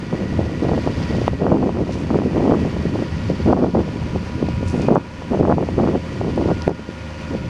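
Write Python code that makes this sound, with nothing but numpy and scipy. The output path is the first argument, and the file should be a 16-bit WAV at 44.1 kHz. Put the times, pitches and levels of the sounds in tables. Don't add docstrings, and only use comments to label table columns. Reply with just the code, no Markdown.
import sys
import numpy as np
from scipy import signal
from scipy.fft import rfft, irfft, next_fast_len
from scipy.io import wavfile
from scipy.ndimage import uniform_filter1d, map_coordinates

SR = 44100
rng = np.random.default_rng(int(sys.argv[2]) if len(sys.argv) > 2 else 0)


def master_out(mix):
    frames = np.transpose(np.atleast_2d(mix))
    ceiling = np.clip(frames, -1, 1)
    pcm = np.round(ceiling * 32767).astype(np.int16)
    wavfile.write(sys.argv[1], SR, pcm)


N = 330309

# time in seconds, speed in rpm.
ENGINE_RPM = [(0, 2086), (.4, 2087), (.75, 2069), (2.25, 2080), (3.1, 2069), (3.9, 2078), (5.5, 2072),
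              (6, 2083), (6.8, 2063), (7.49, 2071)]
# time in seconds, relative level in dB.
CLATTER_DB = [(0, -43.5), (.7, -42.5), (1.2, -39.5), (1.75, -44.5), (2.5, -42), (3.3, -42), (3.85, -44),
              (5, -42.5), (6.1, -43.5), (6.5, -42.5), (7, -40.5), (7.49, -44.5)]
# frequency in Hz, gain in dB.
BLOCK_COLOUR = [(60, -2), (200, 14.5), (500, 2.5), (750, -0.5), (1000, 2), (1600, -2.5), (2400, -3.5),
                (3800, -12), (6000, -14), (8400, -25.5), (9800, -26.5), (11200, -37), (13300, -40.5),
                (15000, -51)]
# centre in Hz, width in Hz, boost in dB.
PANEL_MODES = [(1800, 97, 4), (2340, 200, 3), (2820, 92, 5), (3047, 87, 6), (3440, 91, 3.5), (4590, 290, 5)]
# periods per engine cycle, relative level in dB.
DRONE_TONES = [(4.5, -30.5), (6, -40), (9, -37.5), (13.5, -41), (18, -43), (30, -42), (31, -41.5),
               (35, -48.5), (36, -50.5), (54, -52), (57, -49.5), (58, -52.5), (101.5, -57), (125.5, -57)]
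# time in seconds, gain in dB.
DRONE_GAIN_DB = [(0, -6), (6.2, -4), (6.9, -3)]
GEAR_MESHES = [(56, .4), (83, .28), (111.3, .68)]
# time in seconds, low, middle, high in relative dB.
MESH_DB = [(0, -53, -50, -49.5), (.55, -51.5, -51, -45), (.8, -46, -48, -47.5), (1.12, -45.5, -47.5, -41),
           (1.9, -47, -54, -54), (2.35, -54, -57, -47.5), (3.1, -48.5, -49, -48.5), (4.201, -45, -50, -61),
           (4.9, -42, -45, -55), (5.8, -52, -57, -49.5), (6.6, -44, -42, -50.5), (7.49, -51, -48.5, -54)]
# time in seconds, spray level in dB, pump pipe level in dB.
HISS_DB = [(0, -56, -57), (.6, -52, -64), (1.15, -44.5, -53), (1.7, -57, -57), (2.5, -55, -53),
           (3.3, -49, -62), (4.1, -52.5, -57), (4.8, -51.5, -47), (5.3, -61, -54), (6.3, -52, -58),
           (7.49, -54.5, -49.5)]
# frequency in Hz, gain in dB.
SPRAY_COLOUR = [(1500, -24), (3000, -1), (4000, -2), (4650, 1.5), (5300, -2), (7000, -19), (11000, -45),
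                (15000, -56.5)]
PIPE_COLOUR = [(1800, -39.5), (2350, -7), (2510, 5.5), (2680, -10), (3400, -37), (12000, -64)]
# time in seconds, level in dB.
BREEZE_DB = [(0, -30.5), (.45, -24), (1.6, -26), (2.6, -22.5), (3.15, -30), (3.6, -27), (4.3, -30.5),
             (5.15, -33.5), (5.7, -27), (6.5, -28.5), (7.1, -37.5), (7.49, -28.5)]
# start in seconds, hold in seconds, level in dB.
WIND_GUSTS = [(0.122, 0.029, -23), (0.183, 0.054, -22.5), (0.317, 0.047, -24.5), (0.618, 0.12, -20),
              (0.765, .025, -24), (0.852, 0.035, -18), (.985, 0.02, -21.5), (1.095, 0.095, -23),
              (1.4, 0.13, -14.5), (1.52, 0.053, -11), (1.589, 0.1, -17), (1.744, 0.083, -18.5),
              (2.103, .14, -18), (2.23, 0.13, -28.5), (2.343, 0.063, -15.5), (2.423, 0.13, -16.5),
              (2.561, 0.1, -22), (2.934, 0.057, -21), (3.28, 0.092, -26.5), (3.459, 0.18, -15),
              (3.55, .13, -16.5), (3.738, 0.062, -13.5), (3.94, 0.032, -25), (4.121, 0.041, -23),
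              (4.345, 0.13, -26), (4.574, 0.047, -29), (4.729, 0.13, -18.5), (4.886, 0.088, -13),
              (5.306, 0.058, -15.5), (5.391, 0.091, -15.5), (5.475, 0.058, -9.5), (5.567, 0.069, -17.5),
              (5.772, 0.12, -16), (5.925, 0.044, -17), (6.203, 0.11, -23), (6.356, 0.077, -19),
              (6.451, 0.067, -16.5), (6.68, 0.032, -12.5), (7.307, 0.042, -24)]
# time in seconds, relative level in dB.
RUMBLE_DB = [(0, -38.5), (.4, -20.5), (.75, -29), (1.2, -17), (2, -31), (2.55, -21.5), (3.45, -24.5),
             (4.15, -24.5), (4.75, -20.5), (5.15, -30), (5.5, -20.5), (6.1, -35), (6.45, -24),
             (7.05, -37.5), (7.4, -27)]
# frequency in Hz, gain in dB.
PRESSURE_COLOUR = [(15, -30), (30, -18), (50, -13.5), (80, 2), (125, -3), (190, -5.5), (350, -33),
                   (900, -76)]
# time in seconds, peak before limiting in dB, centre in Hz.
WIND_POPS = [(0.136, -12, 296), (.393, -4.5, 314), (.652, -10, 403), (.717, -9, 386), (.735, -14.5, 640),
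             (.779, -10, 445), (.875, -6, 440), (0.89, -11.5, 310), (1.185, -9.5, 316), (1.218, -8, 312),
             (1.2804, 1.5, 556), (1.334, -8.5, 328), (1.421, -6.5, 248), (1.467, -3, 620), (1.519, -1, 496),
             (1.525, -12, 550), (1.662, -7.5, 320), (1.693, -7, 433), (1.895, -14.5, 324),
             (2.008, -18.5, 307), (2.105, -11, 636), (2.145, -9, 520), (2.26, -13, 280), (2.369, -9, 422),
             (2.479, -8.5, 480), (2.497, -4.5, 350), (2.522, -3, 320), (2.651, -8.5, 287),
             (2.855, -8.5, 250), (2.958, -11.5, 424), (3.025, -10, 293), (3.302, -5, 271),
             (3.403, -13, 227), (3.462, -6, 283), (3.495, -5, 246), (3.529, -2, 510), (3.533, .5, 554),
             (3.646, -6, 368), (3.678, -13.5, 290), (3.75, -6, 500), (3.793, -7, 380), (4.16, -12.5, 430),
             (4.428, -8, 310), (4.487, -11, 417), (4.63, -10, 258), (4.749, -14.5, 356), (4.886, -2, 450),
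             (4.915, 2, 258), (4.958, 1, 585), (4.967, 1, 590), (5.222, -17, 427), (5.348, -5.5, 302),
             (5.411, 0.5, 297), (5.431, -8.5, 600), (5.484, -4, 425), (5.496, -5, 257), (5.518, -6, 616),
             (5.583, -3.5, 455), (5.689, -9, 420), (5.79, -11.5, 597), (5.799, -10, 557), (5.875, -12, 612),
             (5.89, -17.5, 695), (5.957, -7.5, 400), (6.214, -8, 440), (6.378, -10.5, 466),
             (6.415, -9.5, 450), (6.494, -12, 500), (6.6795, 4.5, 380), (6.795, -13.5, 270),
             (6.891, -10.5, 254), (7.351, -11, 314)]
# peak time in seconds, level in dB, Gaussian width in seconds, centre in Hz.
NEAR_RUSTLES = [(1.932, -42.5, 0.017, 4520), (1.997, -57, 0.034, 6500), (4.702, -47.5, 0.026, 7500),
                (4.777, -52.5, 0.067, 6700), (4.828, -38.5, 0.0092, 3800)]
# start in seconds, relative level in dB, ring frequency in Hz.
NEAR_TICKS = [(1.934, -33, 6000), (1.989, -31, 5900), (4.489, -31, 5500), (4.677, -31, 6500),
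              (4.6825, -28, 7500), (4.688, -34, 7040), (4.6997, -31, 6200), (4.819, -31, 7050),
              (4.951, -31, 6060), (6.362, -34, 3700), (6.621, -23, 5400), (6.694, -31, 6300)]
# frequency in Hz, gain in dB.
RUSTLE_COLOUR = [(1000, -30), (2500, 11), (3800, -1), (5500, 3), (8400, -6), (10000, -3.5), (11500, -25),
                 (15000, -29)]
SNAP_COLOUR = [(2000, -13), (5000, 6), (10000, -7), (12000, -37)]


def amp(db):
    return 10 ** (np.asarray(db) / 20)


def unit(x):
    return x / np.sqrt(np.mean(x ** 2) + 1e-20)


def clock():
    return np.arange(N) / SR


def curves(rows):
    times_s, *columns = np.transpose(rows)
    return [np.interp(clock(), times_s, column) for column in columns]


def wobble(rate_hz):
    return map_coordinates(rng.standard_normal(int(N * rate_hz / SR) + 4), [clock() * rate_hz])


def filtered(x, response):
    size = next_fast_len(N + SR // 2)
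    return irfft(rfft(x, size) * response(np.fft.rfftfreq(size, 1 / SR)), size)[:N]


def coloured(x, colour):
    points_hz, db = np.transpose(colour)
    return filtered(x, lambda hz: amp(np.interp(np.log(hz + 1), np.log(points_hz), db)))


def noise(colour):
    return unit(coloured(rng.standard_normal(N), colour))


def diesel_clatter(cycle, cylinders=6, decay_firings=.99, scatter_db=1.5, flutter_db=.54):
    firing = cycle * cylinders
    strength = amp(scatter_db * rng.standard_normal(SR)[firing.astype(int)])
    knocks = 1 + .8 * strength * np.exp(-(firing % 1) / decay_firings)
    valves = map_coordinates(rng.standard_normal(SR), [(cycle % 1) * N / cycle[-1]])
    rattle = coloured(knocks * (rng.standard_normal(N) + .54 * valves), BLOCK_COLOUR)
    ringing = filtered(rattle, lambda hz: amp(sum(
        db / (1 + (2 * (hz - mode_hz) / width_hz) ** 2) for mode_hz, width_hz, db in PANEL_MODES)))
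    return amp(curves(CLATTER_DB)[0] + 8 + flutter_db * wobble(19)) * unit(ringing)


def pump_drone(cycle, waver_db=1.0, drift_rad_per_order=.022):
    gain_db, = curves(DRONE_GAIN_DB)
    tones = np.zeros(N)
    for order, db in DRONE_TONES:
        phase = 2 * np.pi * (order * cycle + rng.random())
        phase += drift_rad_per_order * min(order, 36) * wobble(9)
        tones += np.sqrt(2) * amp(db + gain_db + waver_db * wobble(6)) * np.sin(phase)
    return tones


def gear_whine(cycle, wander_rad=1.6):
    whine = np.zeros(N)
    for (order, depth), db in zip(GEAR_MESHES, curves(MESH_DB)):
        runout = depth * np.sin(2 * np.pi * cycle + wander_rad * wobble(7))
        jitter_rad = .68 * depth * wobble(60)
        teeth = np.sin(2 * np.pi * order * cycle + runout + jitter_rad)
        flutter_db = 2.8 * depth * wobble(14)
        whine += amp(db - .5) * unit((1 - runout) * teeth * amp(flutter_db))
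    return whine


def tanker_hiss(cycle, surge_db=.4, spatter_db=3.5):
    spray_db, pipe_db = curves(HISS_DB)
    throb = 1 + .25 * np.cos(2 * np.pi * cycle)
    spray = unit(throb * amp(spatter_db * wobble(500)) * noise(SPRAY_COLOUR))
    return amp(spray_db + surge_db * wobble(12)) * spray + amp(pipe_db) * noise(PIPE_COLOUR)


def wind_strength_db(attack_s=.014, release_s=.016, wake_s=.012):
    t = clock()
    power = amp(curves(BREEZE_DB)[0]) ** 2
    for start_s, hold_s, db in WIND_GUSTS:
        rise = np.clip((t - start_s) / attack_s + .5, 0, 1)
        fall = np.exp(-np.clip((t - start_s - hold_s) / release_s, 0, 20))
        power += (amp(db) * rise * fall) ** 2
    lag = np.arange(-SR // 20, SR // 20)
    wake = np.exp(-(lag / SR / wake_s - .5) ** 2)
    for time_s, pop_db, _ in WIND_POPS:
        wake_db = min(pop_db - 15.5, -18)
        power[round(time_s * SR) + lag] += amp(wake_db) ** 2 * wake
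    return 10 * np.log10(power)


def swirl(hz, lag_samples):
    phase = 2 * np.pi * hz * lag_samples / SR
    return -phase * np.exp((1 - phase ** 2) / 2)


def eddies(wind_db, count=9000, centre_hz=185, scatter_db=5.5, flurry_db=.56, clump_db=1.57):
    gust_db = wind_db + flurry_db * wobble(24)
    at = rng.integers(0, N, count)
    pitch, size, sign = rng.standard_normal((3, count))
    speedup = amp(.38 * (gust_db[at] - gust_db.mean()))
    hz = np.clip(centre_hz * speedup * np.exp(.44 * pitch), 95, 640)
    strength = np.sign(sign) * amp(scatter_db * size) * (hz / centre_hz) ** .069
    half_samples = 230
    lag = np.arange(-half_samples, half_samples)
    puffs = strength[:, None] * swirl(hz[:, None], lag)
    slots = at[:, None] + lag + half_samples
    flow = np.bincount(slots.ravel(), puffs.ravel(), N + half_samples)[half_samples:][:N]
    flow = coloured(flow, [(40, -8), (110, -3.5), (240, 1.5), (420, .5), (800, -2)])
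    power = uniform_filter1d(uniform_filter1d(flow ** 2, size=1300), size=900)
    flow = np.tanh(flow / np.sqrt(np.abs(power) + 1e-9) / 3)
    flow = coloured(flow, [(1200, -.5), (2000, -1.5), (4000, -25.5)])
    return amp(gust_db + clump_db * wobble(45)) * unit(flow)


def rumble(lump_db=3):
    lumps = amp(lump_db * wobble(16))
    return amp(curves(RUMBLE_DB)[0] - 3) * unit(lumps * noise(PRESSURE_COLOUR))


def sputter(wind_db, count=70, centre_hz=420, above_wind_db=3, max_db=-10, half_samples=200):
    at = rng.integers(half_samples, N - half_samples, count)
    scatter_db, pitch, sign = rng.standard_normal((3, count))
    lag = np.arange(-half_samples, half_samples)
    hz = centre_hz * np.exp(.23 * pitch)
    strength = np.sign(sign) * amp(np.minimum(wind_db[at] + above_wind_db + scatter_db, max_db))
    puffs = strength[:, None] * swirl(hz[:, None], lag)
    return np.bincount((at[:, None] + lag).ravel(), puffs.ravel(), N)


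def pops():
    lag = np.arange(-SR // 100, SR // 100)
    pressure = np.zeros(N)
    for time_s, db, hz in WIND_POPS:
        pressure[round(time_s * SR) + lag] += amp(db) * swirl(hz, lag)
    return pressure


def rustles(grain_db=3, width_octaves=.73):
    grain = unit(amp(grain_db * wobble(350)))
    swells = np.zeros(N)
    for peak_s, db, width_s, centre_hz in NEAR_RUSTLES:
        envelope = np.exp(-((clock() - peak_s) / width_s) ** 2 / 2)
        band = filtered(noise(RUSTLE_COLOUR),
                        lambda hz: np.exp(-(np.log2((hz + 1) / centre_hz) / width_octaves) ** 2 / 2))
        swells += amp(db) * envelope * unit(band)
    return grain * swells


def ticks(ring_s=.00018, crackle_s=.0004):
    t = np.arange(SR // 100) / SR
    snaps = np.zeros(N)
    for start_s, db, hz in NEAR_TICKS:
        snap = 2 * np.exp(-t / ring_s) * np.sin(2 * np.pi * hz * t)
        crackle = np.exp(-t / crackle_s) * rng.standard_normal(len(t))
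        snaps[round(start_s * SR):][:len(t)] += amp(db) * (snap + crackle)
    return coloured(snaps, SNAP_COLOUR)


def limiter(x, threshold_db=-3, release_db_per_s=12, attack_samples=45):
    over_db = np.maximum(20 * np.log10(np.abs(x) + 1e-9) - threshold_db, 0)
    climb_db = release_db_per_s * clock()
    duck_db = np.maximum.accumulate(over_db + climb_db) - climb_db
    attack = np.hanning(attack_samples)
    return x * amp(-signal.lfilter(attack / attack.sum(), 1, duck_db))


def scene():
    cycle = np.cumsum(curves(ENGINE_RPM)[0]) / (2 * 60 * SR)
    tractor = diesel_clatter(cycle) + pump_drone(cycle) + gear_whine(cycle) + tanker_hiss(cycle)
    wind_db = wind_strength_db()
    wind = eddies(wind_db) + sputter(wind_db) + pops() + rumble()
    return (tractor + wind + rustles() + ticks())[None]


def record(dry, cutoff_hz=14950):
    clipped = np.clip(limiter(dry[0]), -.97, .97)
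    return filtered(clipped, lambda hz: hz < cutoff_hz)[None]


dry = scene()
out = record(dry)
master_out(out)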